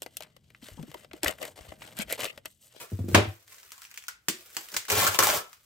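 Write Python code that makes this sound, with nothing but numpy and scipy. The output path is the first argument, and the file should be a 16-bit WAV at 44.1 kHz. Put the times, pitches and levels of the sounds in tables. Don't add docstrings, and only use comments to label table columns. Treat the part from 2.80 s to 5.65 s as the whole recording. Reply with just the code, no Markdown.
import sys
import numpy as np
from scipy import signal
from scipy.fft import rfft, irfft
from scipy.io import wavfile

SR = 44100
rng = np.random.default_rng(int(sys.argv[2]) if len(sys.argv) > 2 else 0)


def to_wav(s):
    ch = np.atleast_2d(s).T
    pcm = np.round(np.clip(ch, -1, 1) * 32767)
    wavfile.write(sys.argv[1], SR, pcm.astype(np.int16))


def convert_level_to_amplitude(level_db):
    exponent = np.asarray(level_db, float) / 20
    return 10 ** exponent


N = 125685

# f/Hz, level per Hz/dB
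FLOOR_SPECTRUM = [(30, 11), (100, -5), (250, -16), (2000, -24), (15500, -30)]
# f/Hz, left-right correlation
PORT_LIKENESS = [(60, 0.77), (150, 0.87), (300, 1), (700, 0.2), (1500, -0.13), (3000, -0.11), (7000, 0.52)]
# f/Hz, left over right/dB
PORT_BALANCE = [(60, 1.5), (150, 1.5), (330, -2.5), (600, 2.5), (1400, 2.5), (3000, 0.5), (6000, 0)]
# f/Hz, t60/s
ROOM_T60 = [(100, .22), (300, .24), (1400, .29), (3700, .28), (9700, .2), (15000, .15)]
# f/Hz, level/dB
ROOM_TONE = [(100, -5.5), (500, 5.5), (2000, 2), (15000, 0)]
# t/s, peak
# level/dB, contact cut-off f/Hz, counter boom level/dB
KNOCKS = [(0.118, -13, 300, -23.5), (.190, -13.5, 320, -23.5), (0.241, -16.5, 360, -33),
          (0.284, -18.5, 560, -31), (.316, -19, 480, -23.5), (.3465, -14.5, 2470, -13.5),
          (0.36, -21.5, 1475, -25), (.377, -14, 1500, -26), (.387, -17, 1280, -34.5),
          (0.404, -23.5, 920, -25), (0.463, -52, 308.5, -26.5), (1.484, -20, 520, -60),
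          (1.768, -41.5, 920, -64), (1.931, -43, 500, -65), (1.946, -38.5, 500, -54),
          (1.966, -45.5, 890, -65), (2.113, -20, 397, -33.5), (2.158, -34, 308, -29.5),
          (2.274, -57, 300, -32.5), (2.387, -24, 600, -36.5)]
# f/Hz, level/dB, t60/s
TUBE_MODES = [(184, -6, .06), (240, -9, .06), (330, -5, .085), (368, -8, .075), (440, -10, .06),
              (608, -5, .08), (757, -7, .07), (990, -20, .06), (1340, -14, .06)]
# t/s, peak level/dB
EDGE_CRACKS = [
    (.3435, -32),
    (.3462, -9.5),
    (.3473, 1),
    (.3478, -8.5),
    (.3484, -3),
    (0.3496, -8.5),
    (.3498, -8),
    (.3525, -13.5),
    (.3745, -23),
    (.3775, -15.5),
]
# f/Hz, level/dB
CRACK_COLOUR = [(300, 15.5), (1000, 9.5), (2500, 14), (5000, 5), (9000, -0.5), (15000, -8)]
# t/s, level/dB
CRINKLE_LEVEL = [(0, -48), (.04, -63), (.09, -58.5), (.28, -61), (.288, -48.5), (.5, -60.5), (.66, -68),
                 (.72, -55), (1.08, -59.5), (1.27, -68), (1.3, -105), (1.56, -54.5), (1.68, -58),
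                 (1.8, -49), (1.92, -55), (2.0, -58), (2.7, -63.5), (2.85, -68)]
# t/s, level over the crinkle/dB
ROLL_RUSTLE = [(0, -15), (.6, -5.5), (.85, -7.5), (.95, -25), (1.45, -26), (1.52, -5.5), (1.92, -8),
               (2.05, -3), (2.85, -11.5)]
# t/s, peak level/dB, ring f/Hz
TICKS = [(.17, -53, 6500), (.283, -43, 1930), (0.6027, -54.5, 6020), (0.626, -55, 6030), (0.678, -44, 1935),
         (0.7215, -41.5, 2145), (0.7438, -39.5, 1300), (0.7827, -39.5, 1830), (.826, -49, 2000),
         (0.8307, -38.5, 1340), (0.9053, -40, 3000), (0.919, -31, 1336), (0.923, -38, 1500),
         (0.930, -40.5, 2700), (0.9794, -38.5, 1090), (1.0185, -33, 1390), (1.032, -40, 5020),
         (1.041, -39.5, 3030), (1.0506, -34.5, 2610), (1.069, -46, 6140), (1.1057, -45, 1750),
         (1.1133, -35.5, 2500), (1.1411, -36, 2560), (1.16, -43, 2990), (1.174, -36, 2400),
         (1.1752, -25.5, 2400), (1.2238, -39.5, 3000), (1.2385, -38, 2520), (1.249, -50.5, 2485),
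         (1.2674, -44, 3630), (1.282, -21, 1480), (1.284, -24.5, 1460), (1.7466, -38.5, 1800),
         (1.8865, -34, 3000), (1.9178, -34.5, 5500), (1.924, -47, 5500), (1.94, -29, 5100),
         (2.7297, -34, 1316)]
# t/s, peak level/dB, ring level/dB, ring f/Hz
SNAPS = [(1.484, -6, -29, 1840), (1.767, -15, -23, 910), (1.927, -39, -6, 1520), (1.943, -23.5, -13, 1510),
         (1.964, -21, -29, 2240), (1.9658, -8.5, -36, 2120), (1.9682, -28.5, -36, 2080),
         (2.0519, -31.5, -10, 1860), (2.0834, -26, -10.5, 1280), (2.1004, -12, -12, 2520),
         (2.105, -16, -9, 585), (2.118, -11, -16.5, 1230), (2.2, -15, -9, 1730), (2.226, -23.5, -6, 600),
         (2.2664, -12.5, -15, 1330), (2.2677, -17, -1.5, 1330), (2.274, -12.5, -8.5, 1360),
         (2.2778, -19, -12, 1360), (2.345, -18.5, -9, 2610), (2.388, -5, -11.5, 1366),
         (2.3897, -7, -8.5, 1300), (2.4026, -10, -8, 1280), (2.4257, -15.5, -0.5, 1350),
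         (2.4351, -10, -10.5, 1310), (2.4694, -9, -10.5, 844), (2.4895, -16.5, -7, 600),
         (2.5013, -16.5, -23, 3000), (2.54, -29.5, 1.5, 640)]
# t/s, level/dB
EARLIER_PULL = [(0, -42), (.04, -53.5), (.06, -63)]
# t/s, level/dB
TUG = [(1.914, -61), (1.927, -46), (1.936, -50), (1.945, -39.5), (1.952, -65), (1.964, -57), (1.99, -68)]
# t/s, level/dB
FIRST_PULL = [(2.082, -41), (2.094, -35.5), (2.10, -30.5), (2.14, -32.5), (2.19, -28), (2.2, -31),
              (2.24, -25), (2.262, -33.5), (2.28, -29), (2.3, -39.5), (2.355, -36.5), (2.365, -35)]
# t/s, level/dB
SECOND_PULL = [(2.386, -51), (2.389, -21.5), (2.41, -46), (2.43, -27), (2.48, -27), (2.52, -32),
               (2.57, -30), (2.6, -47.5), (2.66, -74)]
# f/Hz, width/Hz, level/dB
SHEET_MODES = [(350.6, 91, -6.5), (600, 200, 2), (1127, 250, 3.5), (1350, 51, 7), (1750, 67, 1),
               (2400, 220, -32), (3070, 370, -20.5)]
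# t/s, tilt/dB per octave down
SLACK = [(0, 3.5), (1.92, 2), (1.95, 11), (2.1, -0.5), (2.18, 3.5), (2.21, -7.5), (2.23, 2.5), (2.27, -1),
         (2.351, -3), (2.39, 5.5), (2.45, -2.5), (2.49, 0), (2.52, 0.5), (2.56, 1.5), (2.619, -6.5)]
# f/Hz, level/dB
FILM_COLOUR = [(80, -61.5), (900, -6), (2000, 7), (4000, 2), (6500, 2.5), (8500, 3), (9700, -2), (13000, 3)]

FFT_SIZE = 131072
FFT_HZ = np.maximum(np.arange(FFT_SIZE // 2 + 1) * SR / FFT_SIZE, 10)
FLOOR_DB = -69
ROOM_DB, ROOM_DELAY_S, ROOM_LOW_HZ = -37, .0012, 133
EARLY_DB, EARLY_S = 4, .008
PATCH_SHIFTS_PER_S, BODY_SHIFTS_PER_S = 400, 6
BOOM_HZ, BOOM_SIDE_HZ, BOOM_LAG_S, BOOM_RISE_S = 98, 110, .0054, .007
BOOM_DB, BOOM_T60_S, BOOM_TAIL_DB, BOOM_TAIL_T60_S = 9.5, .13, -26, .7
CRINKLES_PER_S, SLIPS_PER_S = 1100, 3300
GRAIN_SPREAD_DB, CLUMP_DB, CLUMPS_PER_S = 3.0, 2.06, 27
SNAP_LAG_S, AFTER_SLIP_DB, AFTER_SLIP_S = .00083, -31, .00056
TICK_RING_DB, SNAP_RING_DB, RING_T60_S = -23, -7.5, .025
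MIC_LOW_HZ, MIC_TOP_HZ = 73, 15800


def rms_one(x):
    return x / np.sqrt(np.mean(x ** 2) + 1e-20)


def in_time(rows):
    s, db = np.transpose(rows)
    return convert_level_to_amplitude(np.interp(np.arange(N) / SR, s, db, -120, -120))


def at_hz(points, hz):
    f, value = np.transpose(points)
    return np.interp(np.log(hz), np.log(f), value)


def colour(x, points):
    cepstrum = irfft(at_hz(points, FFT_HZ) * np.log(10) / 20)
    half = FFT_SIZE // 2
    cepstrum[1:half] *= 2
    cepstrum[half + 1:] = 0
    return irfft(rfft(x, FFT_SIZE) * np.exp(rfft(cepstrum)))[..., :N]


def drift(rate):
    r = np.exp(-2 * np.pi * rate / SR)
    noise = rng.standard_normal(N + SR)
    return rms_one(signal.lfilter([1], [1, -2 * r, r * r], noise)[SR:])


def resonate(x, hz, width_hz):
    r = np.exp(-np.pi * width_hz / SR)
    poles = [1, -2 * r * np.cos(2 * np.pi * hz / SR), r * r]
    return signal.lfilter([(1 - r * r) / 2, 0, (r * r - 1) / 2], poles, x + 1e-18)


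def grains(rate):
    size_db = GRAIN_SPREAD_DB * np.minimum(rng.exponential(1, N), 4) + CLUMP_DB * drift(CLUMPS_PER_S)
    sizes = convert_level_to_amplitude(size_db) * rng.choice([-1, 1], N)
    return rms_one(sizes * (rng.random(N) < rate / SR))


def stereo_bands(length, gain_of_band):
    out, edges = 0, 30 * 2 ** np.arange(0, 9.6, .5)
    white = rng.standard_normal((2, 2, length))
    for k, (lo, hi) in enumerate(zip(edges, edges[1:])):
        band = signal.butter(2, [lo, min(hi, 21000)], "band", fs=SR, output="sos")
        mid, side = signal.sosfilt(band, white[k % 2])
        hz = np.sqrt(lo * hi)
        alike = np.clip(at_hz(PORT_LIKENESS, hz), -1, 1)
        pair = np.sqrt(1 + alike) * mid + np.sqrt(1 - alike) * side * [[1], [-1]]
        out = out + gain_of_band(hz) * pair
    return out


def background_floor():
    noise = stereo_bands(N, lambda hz: convert_level_to_amplitude(at_hz(FLOOR_SPECTRUM, hz)))
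    return convert_level_to_amplitude(FLOOR_DB) * rms_one(noise)


def kitchen(clicks, body):
    t = np.arange(SR // 2) / SR
    low_cut = signal.butter(2, ROOM_LOW_HZ, "high", fs=SR, output="sos")
    shape = (t > ROOM_DELAY_S) * (1 + convert_level_to_amplitude(EARLY_DB) * np.exp(-t / EARLY_S))
    rates = (PATCH_SHIFTS_PER_S, BODY_SHIFTS_PER_S)
    spots = np.array([[drift(rate) for _ in range(4)] for rate in rates])
    spots = spots / np.linalg.norm(spots, axis=1, keepdims=True)
    out = 0
    for fast, slow in zip(*spots):
        decay = stereo_bands(len(t), lambda hz: convert_level_to_amplitude(at_hz(ROOM_TONE, hz) - 60 * t / at_hz(ROOM_T60, hz)))
        source = signal.sosfilt(low_cut, fast * clicks + slow * body)
        out = out + signal.fftconvolve(source[None], decay * shape, axes=1)[:, :N]
    return convert_level_to_amplitude(ROOM_DB) * out


def counter_boom():
    boom, t = np.zeros(N + SR), np.arange(SR // 2) / SR
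    decay = convert_level_to_amplitude(BOOM_DB - 60 * t / BOOM_T60_S) + convert_level_to_amplitude(BOOM_TAIL_DB - 60 * t / BOOM_TAIL_T60_S)
    swell = (1 - np.exp(-t / BOOM_RISE_S)) ** 2 * decay
    for s, _, _, boom_db in KNOCKS:
        side = np.sin(2 * np.pi * BOOM_SIDE_HZ * t + rng.normal(0, 3.0))
        ring = np.sin(2 * np.pi * BOOM_HZ * t) + 0.084 * side
        i = int((s + BOOM_LAG_S) * SR)
        boom[i:i + len(t)] += convert_level_to_amplitude(boom_db) * swell * ring
    return boom[:N]


def cardboard_tube():
    out = 0
    for hz, mode_db, t60 in TUBE_MODES:
        push = np.zeros(N)
        for s, db, cut_hz, _ in KNOCKS:
            luck = rng.normal(0, 3.0)
            push[int(s * SR + abs(luck) * 8)] += convert_level_to_amplitude(db + luck) / (1 + (hz / cut_hz) ** 2) ** 3
        r, w = convert_level_to_amplitude(-60 / (t60 * SR)), 2 * np.pi * hz / SR
        ring = signal.lfilter([0, np.sin(w)], [1, -2 * r * np.cos(w), r * r], push + 1e-18)
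        out = out + convert_level_to_amplitude(mode_db) * ring
    return signal.sosfilt(signal.butter(2, 170, "high", fs=SR, output="sos"), out)


def edge_cracks():
    crack, t = np.zeros(N), np.arange(40)
    for s, db in EDGE_CRACKS:
        i = int(s * SR)
        crack[i:i + 40] += convert_level_to_amplitude(db + 2.0) * rng.standard_normal(40) * np.exp(-t / 5.0)
    return colour(crack, CRACK_COLOUR)


def idle_film():
    idle = grains(CRINKLES_PER_S) * in_time(CRINKLE_LEVEL)
    rustle = convert_level_to_amplitude(9.0) * in_time(ROLL_RUSTLE) * idle
    rustle = resonate(resonate(rustle, 480, 600), 480, 600)
    sheet = resonate(resonate(convert_level_to_amplitude(2.0) * idle, 1400, 900), 1500, 1400)
    return colour(idle, FILM_COLOUR) + rustle + sheet


def snaps():
    bright, low, t = np.zeros(N), np.zeros(N + SR), np.arange(2000) / SR
    rows = [(s, db, TICK_RING_DB, hz) for s, db, hz in TICKS]
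    rows += [(s, db, ring_db + SNAP_RING_DB, hz) for s, db, ring_db, hz in SNAPS]
    for s, db, ring_db, hz in rows:
        noise, first = rng.standard_normal(2000), t == 0
        burst = first + convert_level_to_amplitude(AFTER_SLIP_DB) * noise ** 3 * np.exp(-t / AFTER_SLIP_S)
        burst = burst + resonate(burst, 6000 * np.exp(.08 * rng.standard_normal()), 3500)
        i = int((s + SNAP_LAG_S) * SR)
        bright[i:i + 2000] += convert_level_to_amplitude(db + 9.0) * burst / np.abs(burst).max()
        ring = resonate(resonate(noise + 30 * first, hz, 0.56 * hz), hz, 0.26 * hz)
        low[i:i + 2000] += convert_level_to_amplitude(db + ring_db) * rms_one(ring) * convert_level_to_amplitude(-60 * t / RING_T60_S)
    return colour(bright, FILM_COLOUR), low[:N]


def taut_sheet(x):
    slack = np.interp(np.arange(N) / SR, *np.transpose(SLACK))
    out = 0
    for k, (hz, width_hz, db) in enumerate(SHEET_MODES):
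        gain = convert_level_to_amplitude(db + slack * np.log2(1000 / hz) + 0.57 * drift(7.2))
        out = out + resonate(x * gain, hz, width_hz) * (-1) ** k
    return out


def peeling_film():
    force = in_time(FIRST_PULL) + in_time(SECOND_PULL) + in_time(EARLIER_PULL) + in_time(TUG)
    slips = grains(SLIPS_PER_S) * force
    hiss = colour(convert_level_to_amplitude(1) * slips, FILM_COLOUR)
    shake = resonate(convert_level_to_amplitude(6.5) * slips, 58, 150.0)
    return hiss + shake + taut_sheet(convert_level_to_amplitude(8.0) * slips)


def scene():
    body, crack = counter_boom() + cardboard_tube(), edge_cracks()
    clicks, rings = snaps()
    peel = idle_film() + peeling_film()
    near = crack + clicks + rings + peel
    lag = np.round(2.0 * drift(24) * [[1], [-1]])
    ports = np.array([np.interp(np.arange(N) - d, np.arange(N), near) for d in lag])
    room = kitchen(crack + clicks, convert_level_to_amplitude(-0.5) * body + rings + peel)
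    return ports + convert_level_to_amplitude(-1.5) * body + room + background_floor()


def roll_off(x):
    return signal.sosfilt(signal.butter(12, 16980, fs=SR, output="sos"), x)


def record(dry):
    tilts = [[(hz, sign * db / 2) for hz, db in PORT_BALANCE] for sign in (1, -1)]
    x = np.array([colour(port, tilt) for port, tilt in zip(dry, tilts)])
    x = .8 * np.tanh(x / .8)
    x = signal.sosfilt(signal.cheby2(12, 35, MIC_TOP_HZ * 1.02, fs=SR, output="sos"), x)
    x = signal.sosfilt(signal.butter(3, MIC_LOW_HZ, "high", fs=SR, output="sos"), x)
    return roll_off(x)


dry = scene()
out = record(dry)
to_wav(out)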